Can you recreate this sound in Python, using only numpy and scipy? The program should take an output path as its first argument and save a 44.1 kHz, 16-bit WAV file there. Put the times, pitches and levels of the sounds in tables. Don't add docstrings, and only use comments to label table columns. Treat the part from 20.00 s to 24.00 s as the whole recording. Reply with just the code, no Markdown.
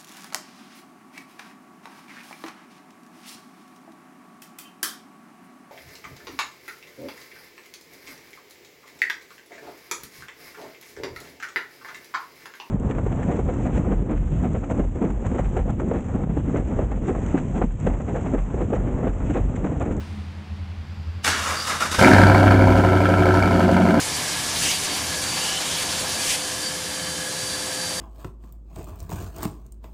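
import sys
import numpy as np
from scipy import signal
from scipy.fft import rfft, irfft, next_fast_len
from scipy.io import wavfile
from scipy.ndimage import map_coordinates

SR = 44100
rng = np.random.default_rng(int(sys.argv[2]) if len(sys.argv) > 2 else 0)


def to_wav(s):
    ch = np.atleast_2d(s).T
    pcm = np.round(np.clip(ch, -1, 1) * 32767)
    wavfile.write(sys.argv[1], SR, pcm.astype(np.int16))


N = 176400
CATCH_S = 1.98

# time_s, firing_rate_hz
FIRING_RATE = [(1.98, 99.71), (2.1, 100.41), (2.2, 96.84), (2.35, 99.48), (2.5, 98.73), (2.65, 98.3),
               (2.8, 96.34), (3.0, 95.49), (3.2, 95.3), (3.4, 95.07), (3.6, 93.51), (3.8, 92.06),
               (4.0, 89.5)]
# delay_in_firing_gaps, thump_db, bark_db, rasp_db, ring_db, tick_db
FIRING_ORDER = [(.48, -1, -2, -2, -7, -26), (.3, 2, 1, 6, 2.5, -1.5), (.38, -8, -9, 2, -1, -29),
                (.2, 4, -14, -14, -10, -7), (.35, 0, 6.5, 1, 7, 6), (.44, 1, 5, 4, 2.5, -23),
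                (.28, 0, 1, -2, 2.5, -1.5), (.42, 3, 1, 1, 5.5, 4.5)]
# time_s, level_db
RUMBLE_ENVELOPE = [(1.98, -21), (2.02, -27), (2.11, -28), (2.2, -25), (2.8, -26), (3.12, -33), (3.4, -30),
                   (4, -42)]
BOOM_ENVELOPE = [(1.98, -64), (2.01, -22), (2.05, -13.5), (2.2, -18.5), (2.45, -18), (2.75, -17.5),
                 (2.9, -19), (3.45, -18.5), (3.8, -17), (4, -14.5)]
# time_s, bark_db, rasp_db, hiss_db
UPPER_ENVELOPES = [(1.98, -19, -31, -25), (2.02, -14, -14, -26.5), (2.08, -22.5, -20.5, -32.5),
                   (2.25, -18, -22.5, -35.5), (2.6, -21.5, -25.5, -41.5), (2.9, -21.5, -26, -42.5),
                   (3.5, -22, -27, -40.5), (4, -23.5, -28.5, -41.5)]


def amp(db):
    return 10 ** (np.asarray(db) / 20)


def unit(x):
    return x / np.sqrt(np.mean(x ** 2) + 1e-20)


def clock():
    return np.arange(N) / SR


def along(points, hz):
    f, v = np.transpose(points)
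    return np.interp(np.log(hz + 1), np.log(f + 1), v)


def curves(rows):
    times, *columns = np.transpose(rows)
    return [np.interp(clock(), times, column) for column in columns]


def wobble(rate):
    return map_coordinates(rng.standard_normal(int(N * rate / SR) + 4), [clock() * rate])


def coloured(x, spectrum):
    m = 2 * next_fast_len(N)
    cepstrum = irfft(np.log(amp(along(spectrum, np.fft.rfftfreq(m, 1 / SR)))))
    cepstrum[1:m // 2] *= 2
    cepstrum[m // 2 + 1:] = 0
    return unit(irfft(rfft(x, m) * np.exp(rfft(cepstrum)))[:N])


def noise(spectrum):
    return coloured(rng.standard_normal(N), spectrum)


def resonance(hz, width):
    f = np.fft.rfftfreq(N, 1 / SR)
    return unit(irfft(rfft(rng.standard_normal(N)) / (1 + (2 * (f - hz) / width) ** 2), N))


def levelled(puff, spectrum):
    response = amp(along(spectrum, np.fft.rfftfreq(len(puff), 1 / SR)))
    return puff / np.linalg.norm(rfft(puff) * response)


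def bursts(events, spectrum, decay_s, edge):
    t, out = np.arange(SR // 10) / SR, np.zeros(N)
    for start_s, db in events:
        puff = np.exp(-t / decay_s) * rng.standard_normal(len(t))
        puff[0] -= edge * np.linalg.norm(puff)
        out[int(start_s * SR):][:len(t)] += amp(db) * levelled(puff, spectrum)
    energy = sum(amp(db) ** 2 for _, db in events) * decay_s / 2
    return coloured(out, spectrum) * np.sqrt(energy * SR / N)


def room_tone(floor_db=-44.5, rustle_db=-46, fade_s=0.29):
    # frequency_hz, density_db
    floor_spectrum = [(15, -48), (25, -46), (48, -10.5), (63, -28), (87, -24), (144, -12), (202, -27),
                      (244, -36.5), (436, -30.5), (525, -32.5), (741, -30), (1360, -32.5), (2500, -35),
                      (3400, -39), (4900, -42.5), (5900, -49), (14000, -68)]
    rustle_spectrum = [(60, -3), (150, 8.5), (230, 2), (310, 11), (420, 5.5), (700, 6), (2500, -0.5),
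                       (5000, -7), (9000, -14), (15000, -31)]
    # frequency_hz, width_hz, level_db
    modes = [(202.2, 25, -45.5), (287, 150, -55.5)]
    # time_s, gain_db
    mode_envelope = [(0, 6), (.16, 2.5), (.24, 6.5), (.31, 1), (1.2, -0.5)]
    drone = sum(amp(db) * resonance(hz, width) for hz, width, db in modes)
    rustle = noise(rustle_spectrum) * amp(rustle_db) * np.exp(-clock() / fade_s)
    return amp(floor_db) * noise(floor_spectrum) + drone * amp(curves(mode_envelope)[0]) + rustle


def room_hum(pitch_hz=83.3, throb_s=0.027, floor_db=-43.5):
    # centre_s, level_db
    throbs = [(.02, -32), (.118, -31.5), (.206, -31), (.286, -33), (.385, -35), (.527, -29), (.62, -29),
              (.71, -31.5), (.8, -30.5), (.912, -33), (1.005, -31), (1.09, -26), (1.17, -30), (1.3, -31),
              (1.41, -35), (1.51, -34.5), (1.76, -47), (1.92, -36)]
    t = clock()
    envelope = amp(floor_db) + sum(amp(db) * np.exp(-((t - s) / throb_s) ** 2) for s, db in throbs)
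    return envelope * unit(np.sin(2 * np.pi * pitch_hz * t + .5 * wobble(14.2)))


def fuel_pump(start_s=.78, rise_s=0.052):
    # frequency_hz, width_hz, level_db
    bands = [(4700, 700, -64), (7300, 600, -77), (12000, 1500, -82)]
    whine = sum(amp(db) * resonance(hz, width) for hz, width, db in bands)
    return whine * np.clip((clock() - start_s) / rise_s, 0, 1)


def garage(x, wet_db):
    # frequency_hz, t60_s
    decay_times = [(100, 0.95), (1000, 0.75), (4000, 0.65), (12000, 0.13)]
    hz, t, bands = signal.stft(rng.standard_normal(SR // 2), SR, nperseg=256)
    tail = signal.istft(bands * amp(-60 * t / along(decay_times, hz)[:, None]), SR, nperseg=256)[1]
    response = np.r_[np.zeros(SR // 200), tail / np.linalg.norm(tail)]
    wet = signal.fftconvolve(x, response)[:N]
    return (x + amp(wet_db) * wet) / np.hypot(1, amp(wet_db))


def pinion_knocks():
    # start_s, level_db
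    knocks = [(1.246, -16.5), (1.266, -15.5), (1.277, -12.5), (1.303, -19.5), (1.673, -21), (1.698, -21),
              (1.806, -31), (1.824, -24), (1.915, -19.5), (1.947, -21.5)]
    # frequency_hz, density_db
    knock_spectrum = [(70, -32), (130, -9), (270, -3), (600, -14.5), (1000, -8), (1450, 2), (2400, -6.5),
                      (4000, -11), (6000, -11.5), (10000, -15), (15500, -35)]
    return bursts(knocks, knock_spectrum, decay_s=0.008, edge=0.1)


def starter(compression_s=1.62, release_s=2.09, release_db_per_s=108):
    # time_s, gear_db, tooth_db
    cranking = [(1.225, -66, -67), (1.247, -29.5, -22.5), (1.28, -25, -26), (1.34, -33.5, -31.5),
                (1.46, -27.5, -30), (1.52, -25, -30), (1.58, -28.5, -32), (1.664, -33, -31.5),
                (1.675, -28.5, -28.5), (1.73, -24.5, -30), (1.797, -35, -35.5), (1.81, -21.5, -26),
                (1.855, -25, -30.5), (1.905, -33, -34.5), (1.92, -31, -28), (1.95, -24.5, -29.5),
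                (2, -37, -31.5)]
    # time_s, pitch_hz
    gear_pitch = [(1.25, 800), (1.35, 1020), (1.5, 1180), (1.63, 1300), (1.72, 1130), (1.78, 1330),
                  (1.84, 1200), (1.9, 1350), (2, 1400)]
    # frequency_hz, density_db
    gear_spectrum = [(71, -51), (120, -4.5), (140, -14), (178, -37), (199, -16), (285, -9.5), (422, -14.5),
                     (479, -6), (565, -9.5), (626, -6.5), (777, -8.5), (1270, -1.5), (2500, -12),
                     (3250, -42), (5500, -120)]
    tooth_spectrum = [(1470, -22), (2500, -12), (2820, 3.5), (3220, -8), (3690, 1.5), (4010, -5.5),
                      (4750, -2.5), (5360, -1), (6950, -4), (9950, -8.5), (15500, -26)]
    # frequency_hz, width_hz, early_db, compressed_db
    modes = [(2290, 35, -11, -23), (2880, 50, -15, -20), (3330, 82, -14, -30), (3747, 210, -26, -10.5),
             (4920, 60, -20, -12.5)]
    # centre_s, half_length_s, pitch_hz, width_hz, level_db
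    squeals = [(1.485, .025, 6870, 120, -38), (1.6, .045, 4720, 400, -32.5), (1.515, .04, 545, 45, -35),
               (1.45, .04, 1060, 60, -35), (1.703, .01, 1290, 110, -23), (1.829, .012, 1370, 120, -25)]
    t = clock()
    gear_db, tooth_db = curves(cranking)
    engaged = (t > cranking[0][0]) * amp(-release_db_per_s * np.maximum(t - release_s, 0))
    flutter = unit(amp(0.92 * wobble(300)))
    gear_phase = 2 * np.pi * np.cumsum(curves(gear_pitch)[0]) / SR
    gear_note = unit(np.sin(gear_phase + 1.75 * wobble(220)))
    ring = sum(amp(np.where(t < compression_s, early, compressed)) * resonance(hz, width)
               for hz, width, early, compressed in modes)
    gears = unit(noise(gear_spectrum) + amp(-5) * gear_note) * amp(gear_db - 1)
    teeth = unit(noise(tooth_spectrum) + ring) * amp(tooth_db - 1)
    squeal = sum(amp(db) * resonance(hz, width) * np.exp(-((t - s) / half) ** 2)
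                 for s, half, hz, width, db in squeals)
    return engaged * flutter * (gears + teeth) + squeal


def firing_count():
    count = np.cumsum(curves(FIRING_RATE)[0]) / SR
    return count - np.interp(CATCH_S, clock(), count)


def puffs(spectrum, delays, sizes_db, decay_s, rough, edge, scatter_db, jitter_s):
    count, out = firing_count(), np.zeros(N + SR)
    t = np.arange(SR // 20) / SR
    fade = np.exp(-t / decay_s)
    fade /= np.linalg.norm(fade)
    ripple = rng.standard_normal((len(sizes_db), len(t)))
    for firing in range(int(count[0]) + 1, int(count[-1]) + 1):
        cylinder = firing % len(sizes_db)
        start_s = np.interp(firing + delays[cylinder], count, clock()) + jitter_s * rng.normal()
        turbulence = rng.standard_normal(len(t))
        puff = fade * (np.sqrt(1 - rough) * ripple[cylinder] + np.sqrt(rough) * turbulence)
        puff[0] -= edge
        gain = amp(sizes_db[cylinder] + scatter_db * rng.normal())
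        out[max(0, int(start_s * SR)):][:len(t)] += gain * levelled(puff, spectrum)
    return coloured(out[:N], spectrum)


def valve_ticks(delay_gaps=.65):
    # frequency_hz, density_db
    tick_spectrum = [(2500, -45), (3900, -17), (4250, -5), (4500, 0), (4750, -6), (5200, -19), (7500, -21),
                     (15000, -35)]
    sizes_db = np.transpose(FIRING_ORDER)[-1]
    ticks = puffs(tick_spectrum, np.full(len(sizes_db), delay_gaps), sizes_db,
                  decay_s=.0014, rough=.9, edge=.3, scatter_db=2, jitter_s=.0001)
    return ticks * amp(curves(UPPER_ENVELOPES)[2] - 6)


def hard_firings():
    # start_s, bang_db, crack_db
    charges = [(1.990, -11, -13), (2.013, -4, -7), (2.033, -9, -9), (2.046, -8, -2), (2.066, -8, -8),
               (2.082, -2, -9), (2.115, -9, -3), (2.134, -8, -2), (2.147, -12, -8), (2.164, -5, -8),
               (2.183, -5, -6), (2.216, -10, -7), (2.235, -6, -1), (2.298, -8, -10), (2.346, -7, -15),
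               (2.469, -10, -15), (2.507, -11, -10), (2.621, -9, -15)]
    # frequency_hz, density_db
    bang_spectrum = [(20, -39), (100, -0.5), (220, 8), (330, -5.5), (450, -7.5), (690, -2.5), (950, -2),
                     (1200, -20.5), (3000, -53)]
    crack_spectrum = [(20, -63), (900, -26), (1200, -2), (1550, 12.5), (1950, -3.5), (2280, 4.5),
                      (2750, -24), (4400, -15), (8000, -37), (15000, -48)]
    bangs = bursts([(s, db) for s, db, _ in charges], bang_spectrum, decay_s=0.0033, edge=0.82)
    cracks = bursts([(s, db) for s, _, db in charges], crack_spectrum, decay_s=0.002, edge=0.66)
    return bangs + amp(-1) * cracks


def exhaust_pulses():
    # frequency_hz, density_db
    thump_band = [(8, -45), (25, -17), (50, -6), (90, -21), (130, -5), (165, 3), (235, -4.5), (295, 9),
                  (318, -23.5), (340, -14), (368, 5.5), (400, -9), (470, -14), (700, -4), (1500, -60)]
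    bark_band = [(250, -55), (360, -21), (420, -4.5), (480, -9), (535, 5.5), (590, -7.5), (650, 6),
                 (710, 4.5), (780, -5.5), (900, -3), (1000, -3.5), (1130, -19.5), (1500, -55.5)]
    rasp_band = [(800, -31.5), (1150, -14.5), (1330, 3), (1440, 1), (1680, -4.5), (1900, -18), (2650, -25),
                 (2950, -16.5), (3500, -27.5), (6000, -47)]
    tip_band = [(1500, -36.5), (1950, -12.5), (2150, 2), (2300, 1.5), (2450, -8.5), (2650, -31),
                (3500, -40.5)]
    hiss_band = [(1760, -10.5), (3000, -6.5), (3190, -9), (4060, -11), (4440, -11.5), (6170, -13.5),
                 (9450, -19), (12400, -23.5), (15500, -44)]
    rumble_band = [(15, -38), (30, -11), (42, -20), (52, 0), (64, 4), (90, 3.5), (125, 10), (170, -43.5)]
    delays, thumps, barks, rasps, rings, _ = np.transpose(FIRING_ORDER)
    bark_db, rasp_db, hiss_db = curves(UPPER_ENVELOPES)
    ragged_db, = curves([(2, 0), (2.25, -2), (2.65, -3), (3, -6), (3.5, -6), (4, -5)])
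    thump = puffs(thump_band, delays, thumps,
                  decay_s=.0078, rough=.54, edge=1.1, scatter_db=1.5, jitter_s=.00023)
    bark = puffs(bark_band, delays, barks,
                 decay_s=.0074, rough=.74, edge=.85, scatter_db=.5, jitter_s=.0001)
    rasp = puffs(rasp_band, delays, rasps,
                 decay_s=.0073, rough=.16, edge=.87, scatter_db=3.8, jitter_s=.00008)
    tips = puffs(tip_band, delays, rings,
                 decay_s=.0035, rough=.82, edge=.51, scatter_db=4, jitter_s=.00033)
    hiss = puffs(hiss_band, delays, rings / 4,
                 decay_s=.029, rough=.99, edge=.066, scatter_db=1.8, jitter_s=.00037)
    return (thump * amp(curves(BOOM_ENVELOPE)[0] + ragged_db) + bark * amp(bark_db)
            + rasp * amp(rasp_db - 1) + tips * amp(rasp_db - 10) + hiss * amp(hiss_db + 1)
            + noise(rumble_band) * amp(curves(RUMBLE_ENVELOPE)[0] - 3))


def exhaust_notes(boom_top_hz=440.2, lope_db=5, lope_peak_gaps=5.8, waver_db=2.5, drift_rad=0.15):
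    # order, level_db
    orders = [(2, -33), (4, -18), (5, -17), (6, -20), (7, -26), (8, 0), (9, -13), (10, -12), (11, -28),
              (12, -25), (13, -10.5), (14, -19), (15, -9.5), (16, -10), (17, -21), (18, -18.5), (19, -15),
              (20, -17.5), (21, -15), (22, -35), (24, -7.5), (25, -14.5), (26, -12), (27, -19.5), (28, -34),
              (29, -17), (30, -29.5), (31, -11), (32, -24), (33, -21), (35, -14), (45, -9), (46, -20),
              (50, -10.5), (53, -19), (54, -18), (55, -14.5), (56, -19), (58, -7.5)]
    # frequency_hz, gain_db
    standing_waves = [(140, -20.5), (160, -1), (171, 4), (182, 4), (200, -3.5), (234, 6.5), (248, -17),
                      (260, 8.5), (275, -11), (297, 5), (322, -6.5), (345, -5.5), (368, 3.5), (400, -8.5)]
    # time_s, level_db
    note_envelope = [(1.98, -28), (2.02, -21), (2.08, -36), (2.14, -14), (2.6, -15.5), (3, -20.5),
                     (3.45, -20.5), (3.75, -24.5), (4, -32)]
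    swell_envelope = [(3.2, -36), (3.55, -26), (3.8, -21), (4, -21)]
    cylinders = len(FIRING_ORDER)
    angle = 2 * np.pi * firing_count() / cylinders
    cycle_hz = curves(FIRING_RATE)[0] / cylinders
    top_order = boom_top_hz / np.mean(cycle_hz)

    def harmonic(order, db):
        gain = amp(db + along(standing_waves, order * cycle_hz) + waver_db * wobble(6.8))
        return gain * np.sin(order * angle + 2 * np.pi * rng.random() + drift_rad * wobble(9))

    def between(low, high):
        return unit(sum(harmonic(order, db) for order, db in orders if low < order < high))

    lope = unit(amp(lope_db * np.cos(angle - 2 * np.pi * lope_peak_gaps / cylinders)))
    note = unit(-np.sin(cylinders * angle)) * amp(curves(note_envelope)[0] + 0.82 * wobble(14))
    swell = between(15, 21) * amp(curves(swell_envelope)[0])
    rumble = between(0, cylinders) * amp(curves(RUMBLE_ENVELOPE)[0] - 2)
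    boom = between(cylinders, top_order) * amp(curves(BOOM_ENVELOPE)[0] - 2.5)
    burble = between(top_order, np.inf) * lope * amp(curves(UPPER_ENVELOPES)[0] - 8)
    return note + swell + rumble + boom + burble


def scene():
    running = np.clip((clock() - CATCH_S) / 0.012, 0, 1)
    firings = running * (exhaust_pulses() + valve_ticks()) + hard_firings()
    engine = garage(firings, wet_db=-8.5) + running * exhaust_notes()
    pinion = garage(pinion_knocks(), wet_db=0.5)
    return (engine + starter() + pinion + room_tone() + room_hum() + fuel_pump())[None]


def record(dry, ceiling=1.04, top_hz=15750):
    rounded = dry / (1 + abs(dry / ceiling) ** 6) ** (1 / 6)
    m = next_fast_len(N + SR // 2)
    passband = np.fft.rfftfreq(m, 1 / SR) < top_hz
    return irfft(rfft(rounded, m) * passband, m)[..., :N]


dry = scene()
out = record(dry)
to_wav(out)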